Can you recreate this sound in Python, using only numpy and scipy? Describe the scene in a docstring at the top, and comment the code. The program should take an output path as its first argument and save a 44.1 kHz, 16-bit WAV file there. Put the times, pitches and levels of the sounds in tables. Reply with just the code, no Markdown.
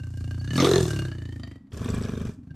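"""A leopard growls close by, bursts into a snarling roar, sinks back, rasps on the in-draw, growls again.
Its slack vocal folds flap 14-45 times a second: each flap thumps the chest, rings the throat and slaps a
puff of turbulent air into the mouth resonances, while air hisses past the teeth. Indrawn air rushes and
gargles, saliva crackles. Faint reflections and still air lie behind."""
import sys
import numpy as np
from scipy import signal
from scipy.fft import rfft, irfft
from scipy.io import wavfile
from scipy.ndimage import uniform_filter1d

SR = 44100
rng = np.random.default_rng(int(sys.argv[2]) if len(sys.argv) > 2 else 0)


def put_to_file(sound):
    """Save the sound as 16-bit audio at rate SR, in the file named by the first command-line argument."""
    columns = np.atleast_2d(sound).T  # one column per channel
    safe = np.clip(columns, -1, 1)
    whole_steps = np.round(safe * 32767)
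    wavfile.write(sys.argv[1], SR, whole_steps.astype(np.int16))


N = 112454

# still air spectrum: f/Hz, level/dB
FLOOR = [(25, -15), (90, 2.5), (280, 4), (400, -27.5), (700, -25), (1300, -30), (2500, -41), (12000, -56)]
# clearest saliva pops: t/s, level/dB
SALIVA_POPS = [(1.72, -27), (1.844, -18), (1.888, -16), (1.902, -15), (1.945, -17), (2.023, -19),
               (2.036, -20), (2.271, -21)]
# saliva resonances: f/Hz
SALIVA_HZ = [700, 1300, 1700, 3400, 4500, 5600, 7800]
# in-draw envelope: t/s, level/dB
DRAW_LEVEL = [(1.712, -84), (1.721, -41), (1.801, -38), (1.9, -33.5), (2.1, -37), (2.299, -41.5),
              (2.336, -54.5), (2.359, -91)]
# in-draw spectrum: f/Hz, level/dB
DRAW_SPECTRUM = [(30, -23.5), (65, 4.5), (110, 8.5), (210, -3), (310, -11), (430, -13), (600, -34),
                 (850, -31.5), (1250, -18), (2000, -30), (4000, -39), (10000, -44)]
# teeth hiss spectrum: f/Hz, level/dB
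HISS_SPECTRUM = [(1500, -4), (3500, -3.5), (4500, 1), (5100, 2.5), (6500, 3.5), (9000, 0.5), (10500, -9.5),
                 (12000, -9), (12900, -3.5), (14000, -50)]
# brief pitched sounds (squeals, soft throat notes, a ringing saliva pop): t/s, f/Hz, level/dB, half-length/s
BRIEF_TONES = [(0.405, 4480, -48.5, 0.0055), (.628, 488, -19, 0.0032), (0.642, 464, -21.5, 0.0037),
               (2.511, 1596, -55.5, 0.0059), (0.593, 1222, -25, 0.0035), (.602, 2080, -26.5, 0.0022),
               (.606, 1167, -22.5, 0.0032), (0.652, 1202, -21, 0.0047), (0.672, 1350, -24, 0.0024),
               (1.891, 440, -32, 0.0032), (1.888, 1600, -41, 0.0025), (2.391, 268, -41.5, 0.0057),
               (2.411, 250, -46.5, 0.0061), (2.478, 176, -41, 0.0064), (2.516, 152, -38, 0.0068)]
# vocal fold flap rate: t/s, f/Hz
FLAP_HZ = [(0.0, 28.58), (0.1, 29.03), (0.35, 29.06), (0.48, 31.76), (0.57, 45.28), (0.76, 44.04),
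           (1.0, 33.17), (1.16, 29.04), (1.36, 28.05), (1.5, 24.68), (1.68, 13.57), (1.76, 24.73),
           (1.87, 22.92), (2.01, 28.51), (2.1, 22.47), (2.21, 27.51), (2.36, 19.77), (2.52, 28.87)]
# voice strength before each layer's gain: t/s, chest/dB, throat/dB, mouth/dB, hiss/dB
EFFORT_OUT = [(0, -33, -45.5, -47, -56), (0.1, -34.5, -49.5, -59.5, -54), (0.2, -31, -41, -48.5, -49.5),
              (0.44, -30, -41.5, -48, -51), (0.52, -27, -32, -32.5, -44), (0.57, -24.5, -21, -27, -24.5),
              (0.61, -20.5, -12.5, -28.5, -44), (0.67, -27, -13.5, -34.5, -25.5),
              (0.77, -19.5, -12.5, -30, -27.5), (0.83, -23, -23.5, -38.5, -29),
              (0.88, -28.5, -30.5, -34.5, -32), (0.98, -26, -31.5, -40, -38),
              (1.15, -34.5, -41.5, -47.5, -55.5), (1.38, -35.5, -41, -51, -56),
              (1.55, -46, -43, -53, -65.5), (1.61, -64, -66, -89, -95), (1.7, -74, -61.5, -63, -99)]
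EFFORT_IN = [(1.708, -62, -70, -78, -66), (1.734, -53, -81, -49, -45), (1.78, -42, -46, -46.5, -43.5),
             (1.828, -38.5, -37, -43, -47.5), (1.92, -31, -32.5, -42.5, -45), (2.079, -33, -37, -45, -48),
             (2.22, -37.5, -34.5, -46, -49.5), (2.31, -31, -40, -52.5, -50), (2.36, -61, -98, -108, -61.5)]
EFFORT_LAST = [(2.37, -46.5, -64, -99, -105), (2.45, -49.5, -52, -72, -73), (2.55, -43, -48, -73.5, -76)]
EFFORT = EFFORT_OUT + EFFORT_IN + EFFORT_LAST
# accented flaps: t/s, gain/dB
ACCENTS = [(.033, 7.5), (.173, 3), (.31, 8.5), (.443, 5), (.507, 1.5), (.601, 5), (.646, 9), (.668, -5),
           (.713, 7), (.735, 7), (.758, 6.5), (.78, -0.5), (.906, 6), (.991, 8.5), (1.051, 8.5),
           (1.116, 5.5), (1.435, 9), (1.22, 2.5), (1.473, 0), (1.901, -1), (2.505, 12.5)]
# chest swing per flap: t/s, f/Hz, delay/s, half-length/s
CHEST_SWING = [(.45, 95.5, 0.019, 0.0087), (.56, 148, 0.0093, 0.0085), (.8, 132, 0.0068, 0.0025),
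               (.97, 114.6, 0.0096, 0.011), (1.15, 102.6, 0.011, 0.011), (1.6, 97, 0.015, 0.0073),
               (1.75, 93, -0.0071, 0.0086), (2.32, 92.4, -0.0058, 0.0063), (2.4, 89.3, 0.0096, 0.0063)]
# hollow knock per indrawn flap: f/Hz, gain/dB, half-length/s
KNOCK = [(210, 2, 0.0037), (406, -7, 0.0033)]
# lowest throat resonance: t/s, f/Hz, decay/s
THROAT_MODE = [(0, 270, .004), (.5, 260, .004), (.61, 275, .006), (.67, 390, .007), (.8, 378, .007),
               (.98, 325, .0055), (1.4, 270, .004), (1.65, 260, .007), (1.9, 255, .0042), (2.3, 240, .0042),
               (2.4, 280, .011), (2.55, 260, .007)]
# lips draw back, shortening the mouth: t/s, factor on growl resonances
LIP_FACTOR = [(0, .985), (.38, 1.025), (.52, 1.11), (.88, .99), (1.05, 1.02), (1.25, 1.16), (1.55, 1.28),
              (2.4, 1.0)]
# growl mouth resonances: f/Hz, width/Hz, level/dB, exponent on lip factor
GROWL_MODES = [(604, 49, -4, 0.47), (1180, 84, -7, 0.25), (1574, 34, 7.5, 0.84), (2851, 46, 2, 0.38),
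               (3593, 160, -13, 0.23), (4394, 158, -8.5, 0.25), (5850, 150, -18.5, 0.93)]
# mouth resonances at roar onset, jaws wide, in-draw: f/Hz, width/Hz, level/dB
BARK_MODES = [(508, 170, 6.5), (810, 380, -12.5), (1172, 130, 2.5), (1844, 36, 1.5), (2035, 220, 0),
              (2520, 630, -7), (3560, 600, 1.5), (4440, 190, -8), (5350, 150, -5), (6310, 390, -6)]
ROAR_MODES = [(550, 120, 1), (751, 115, 2.5), (1128, 72, 1.5), (1733, 87, 3), (2830, 59, -9),
              (3450, 160, -1), (4170, 100, -0.5), (5040, 89, -10), (6400, 560, -10)]
RASP_MODES = [(415, 77, 13.5), (640, 160, 3), (1107, 140, 2.5), (1687, 69, 1.5), (2376, 74, -2),
              (3580, 450, -9.5), (4100, 180, -39), (5820, 450, -13)]
# voice manners; click: relative to the puff, rough: throat turbulence relative to the ring
GROWL = dict(gain_db=-7, puff_s=.004, leak_db=-24, click=.3, uneven_db=1.5, side_db=-15,
             rough=.25, rebound_db=-16)
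BARK = dict(gain_db=-1, puff_s=.0035, leak_db=-15, click=.2, uneven_db=1, side_db=-12,
            rough=.45, rebound_db=-10)
ROAR = dict(gain_db=-2, puff_s=.002, leak_db=-24, click=.2, uneven_db=1, side_db=-11,
            rough=.15, rebound_db=-22)
RASP = dict(puff_s=.003, leak_db=-9, click=.1, uneven_db=3, side_db=-20)

BARK_S, ROAR_S, RASP_S = (.565, .68), (.68, .868), (1.71, 2.36)
SCENE_T_S, FLAP_T_S = np.arange(N) / SR, np.arange(4096) / SR


def from_db(db):
    """Decibels to gain."""
    return 10 ** (np.asarray(db) / 20)


def unit(x):
    """Scale to unit energy."""
    return x / np.sqrt(np.sum(x ** 2) + 1e-20)


def at(rows, s):
    """Table columns interpolated at time s."""
    times, *columns = np.transpose(rows)
    return [np.interp(s, times, c) for c in columns]


def add(out, s, sound):
    """Mix into stereo at time s."""
    i, sound = max(0, int(s * SR)), sound[..., max(0, -int(s * SR)):]
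    part = out[:, i:i + sound.shape[-1]]
    part += sound[..., :part.shape[-1]]


def stereo(mid, side):
    """Mid/side to left/right."""
    return np.array([mid + side, mid - side])


def resonate(x, hz, width_hz):
    """Two-pole resonance, unit peak gain."""
    r = np.exp(-np.pi * width_hz / SR)
    feedback = [1, -2 * r * np.cos(2 * np.pi * hz / SR), r * r]
    return signal.lfilter(np.array([1, 0, -1]) * (1 - r * r) / 2, feedback, x)


def noise(spectrum):
    """Coloured noise, unit rms."""
    hz, db = np.transpose(spectrum)
    bins_hz = np.arange(N // 2 + 1) * SR / N + 1
    gain = from_db(np.interp(np.log(bins_hz), np.log(hz), db))
    return unit(irfft(rfft(rng.standard_normal(N)) * gain, N)) * np.sqrt(N)


def flutter(depth_db):
    """Random gain swings of turbulent flow."""
    return from_db(depth_db * noise([(150, 16), (600, -44.5), (2000, -87)]))


def scattered(hz):
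    """Random pitch spread, 3.5 % rms."""
    return hz * (1 + .035 * rng.standard_normal())


def swell(s, db, hz, half_s, glide_per_s=0):
    """Start time and samples of a Gaussian tone burst peaking at s."""
    t = FLAP_T_S - FLAP_T_S.mean()
    turns = np.cumsum(hz * np.exp(glide_per_s * t)) / SR
    tone = np.cos(2 * np.pi * (turns - turns[len(t) // 2]))
    return s + t[0], from_db(db) * unit(np.exp(-.5 * (t / half_s) ** 2) * tone)


def still_air(level_db=-51.5):
    """Steady low background noise."""
    return from_db(level_db) * noise(FLOOR)


def reflections(x, gain_db=-12.5, decay_s=.038):
    """Short diffuse tail from ground and enclosure."""
    t = np.arange(SR // 4) / SR
    tail = unit(rng.standard_normal(len(t)) * np.sqrt(t) * np.exp(-t / decay_s))
    return from_db(gain_db) * signal.fftconvolve(x.mean(axis=0), tail)[:N]


def saliva(rate_hz=110, small_db=-27.5, decay_s=.0057):
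    """Wet pops, each with its own colour; the small ones follow the in-draw level."""
    start, end = RASP_S
    peak_db = max(db for _, db in DRAW_LEVEL)
    pops = list(SALIVA_POPS)
    for position, softness in rng.random((int(rate_hz * (end - start)), 2)):
        s = start + position * (end - start)
        pops.append((s, small_db - 10 * softness + at(DRAW_LEVEL, s)[0] - peak_db))
    out = np.zeros((2, N))
    for s, db in pops:
        burst = rng.standard_normal(len(FLAP_T_S)) * np.exp(-FLAP_T_S / decay_s)
        pop = sum(rng.standard_normal() * resonate(burst, hz, width_hz=350) for hz in SALIVA_HZ)
        add(out, s, from_db(db) * unit(pop))
    return out


def in_draw():
    """Air rushing in over the tongue."""
    return from_db(at(DRAW_LEVEL, SCENE_T_S)[0]) * flutter(depth_db=4) * noise(DRAW_SPECTRUM)


def gargle(rate_hz=120):
    """Indrawn air breaks through the wet throat: uneven puffs, shifting resonances."""
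    out, gap_s = np.zeros((2, N)), 1 / rate_hz
    for s in np.arange(*RASP_S, gap_s):
        db = at(EFFORT, s)[2] + RASP["uneven_db"] * rng.standard_normal()
        modes = [(scattered(hz), width, level) for hz, width, level in RASP_MODES]
        add(out, s + gap_s * rng.random(), np.sqrt(gap_s * SR) * slap(gap_s, db, modes, RASP))
    return out


def hiss(flaps, gain_db=-11, side_db=-8.5, puff_s=.007, leak_db=-3.5):
    """Air past the teeth: a spurt per flap over a leak that is weaker on the in-draw."""
    t = SCENE_T_S
    last = np.searchsorted(flaps, t, side="right") - 1
    force = from_db([accent_db(s, 1 / at(FLAP_HZ, s)[0]) for s in flaps])
    spurts = force[last] * np.exp((flaps[last] - t) / puff_s)
    leak = from_db(np.where((t > RASP_S[0]) & (t < RASP_S[1]), RASP["leak_db"], leak_db))
    flow = (spurts + leak) * flutter(depth_db=2.5)
    flow /= np.sqrt(uniform_filter1d(flow ** 2, size=6000))
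    air = stereo(noise(HISS_SPECTRUM), from_db(side_db) * noise(HISS_SPECTRUM))
    return from_db(at(EFFORT, t)[-1] + gain_db) * flow * air


def brief_tones():
    """Brief pitched sounds: squeals, soft throat notes and a ringing saliva pop."""
    out = np.zeros((2, N))
    for s, hz, db, half_s in BRIEF_TONES:
        add(out, *swell(s, db + 10 * np.log10(2 * half_s * SR), hz, half_s))
    return out


def flap_times(jitter_s=.0004):
    """One flap per fold cycle, slightly uneven."""
    turns = np.cumsum(at(FLAP_HZ, SCENE_T_S)[0]) / SR
    s = np.flatnonzero(np.diff(np.floor(turns))) / SR
    return np.r_[0, s + jitter_s * rng.standard_normal(len(s))]


def accent_db(s, period_s):
    """Sum of accents within half a cycle of s."""
    return sum(db for when, db in ACCENTS if abs(when - s) < period_s / 2)


def chest(s, db, gain_db=-.5, glide_per_s=-28):
    """Start time and samples of a chest thump; pitch falls if it lags the flap, rises if it leads."""
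    hz, delay_s, half_s = at(CHEST_SWING, s)
    return swell(s + delay_s, db + gain_db, scattered(hz), half_s, glide_per_s * np.sign(delay_s))


def throat(s, db, rough, gain_db=-4, attack_s=.0021, sag_hz_per_s=130):
    """Short ring, sagging as the folds close, roughened by turbulence."""
    t = FLAP_T_S
    hz, decay_s = at(THROAT_MODE, s)
    envelope = (1 - np.exp(-t / attack_s)) * np.exp(-t / decay_s)
    ring = -np.sin(2 * np.pi * (scattered(hz) - sag_hz_per_s * (t / 2 - decay_s)) * t)
    churn = resonate(rng.standard_normal(len(t)), hz, width_hz=hz)
    return from_db(db + gain_db) * unit(unit(envelope * ring) + rough * unit(envelope * churn))


def mouth_shape(s):
    """Mouth resonances and voice manner at time s."""
    phases = (BARK_S, BARK_MODES, BARK), (ROAR_S, ROAR_MODES, ROAR), (RASP_S, RASP_MODES, RASP)
    for (start, end), modes, manner in phases:
        if start < s <= end:
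            return modes, manner
    lips, = at(LIP_FACTOR, s)
    return [(hz * lips ** follow, width, db) for hz, width, db, follow in GROWL_MODES], GROWL


def slap(leak_s, db, modes, manner, attack_s=.0004, scatter_db=2.5, detune=.011):
    """Click, air puff and leak through the resonances of a mouth that never holds still."""
    t = FLAP_T_S
    puff = (1 - np.exp(-t / attack_s)) * np.exp(-t / manner["puff_s"])
    flow = puff + from_db(manner["leak_db"]) * (t < leak_s)
    air = unit(flow) * rng.standard_normal((2, len(t)))
    air[0] += manner["click"] * signal.unit_impulse(len(t), int(2 * attack_s * SR))
    mouth = np.zeros_like(air)
    for k, (hz, width_hz, level_db) in enumerate(modes):
        gain = (-1) ** k * from_db(level_db + rng.normal(0, scatter_db))
        mouth += gain * resonate(air, hz * rng.normal(1, detune), width_hz)
    mid, side = mouth
    return from_db(db) * stereo(unit(mid), from_db(manner["side_db"]) * unit(np.diff(side, prepend=0)))


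def vocal_folds(flaps, slap_lead_s=.0017, knock_delay_s=.003, inward_slap_db=-4):
    """Each flap thumps chest and slaps mouth; outward it rings the throat and rebounds, inward knocks."""
    out = np.zeros((2, N))
    periods_s = np.diff(flaps, append=2 * flaps[-1] - flaps[-2])
    for s, period_s in zip(flaps, periods_s):
        # power to energy per flap
        chest_db, throat_db, mouth_db, _ = at(EFFORT, s) + 10 * np.log10(period_s * SR)
        modes, manner = mouth_shape(s)
        extra_db = accent_db(s, period_s)
        add(out, *chest(s, chest_db))
        if manner is RASP:
            for hz, db, half_s in KNOCK:
                add(out, *swell(s + knock_delay_s, throat_db + db, scattered(hz), half_s))
            add(out, s, slap(0, mouth_db + extra_db + inward_slap_db, modes, manner))
            continue
        mouth_db += manner["gain_db"] + manner["uneven_db"] * rng.standard_normal()
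        add(out, s - slap_lead_s, slap(period_s, mouth_db + extra_db, modes, manner))
        add(out, s, throat(s, throat_db, manner["rough"]))
        # folds touch again near mid-cycle
        rebound = throat(s, throat_db, manner["rough"]) + slap(0, mouth_db, modes, manner)
        add(out, s + period_s * rng.uniform(.41, .58), from_db(manner["rebound_db"]) * rebound)
    return out


def scene():
    """Leopard, reflections, still air."""
    flaps = flap_times()
    leopard = vocal_folds(flaps) + brief_tones() + hiss(flaps) + in_draw() + gargle() + saliva()
    return leopard + reflections(leopard) + still_air()


def record(dry):
    """Soft clip, then steep low-pass."""
    ceiling, cutoff_hz = .32, 13600
    lowpass = signal.ellip(10, .3, 80, cutoff_hz, fs=SR, output="sos")
    return signal.sosfilt(lowpass, ceiling * np.tanh(dry / ceiling))


dry = scene()
out = record(dry)
put_to_file(out)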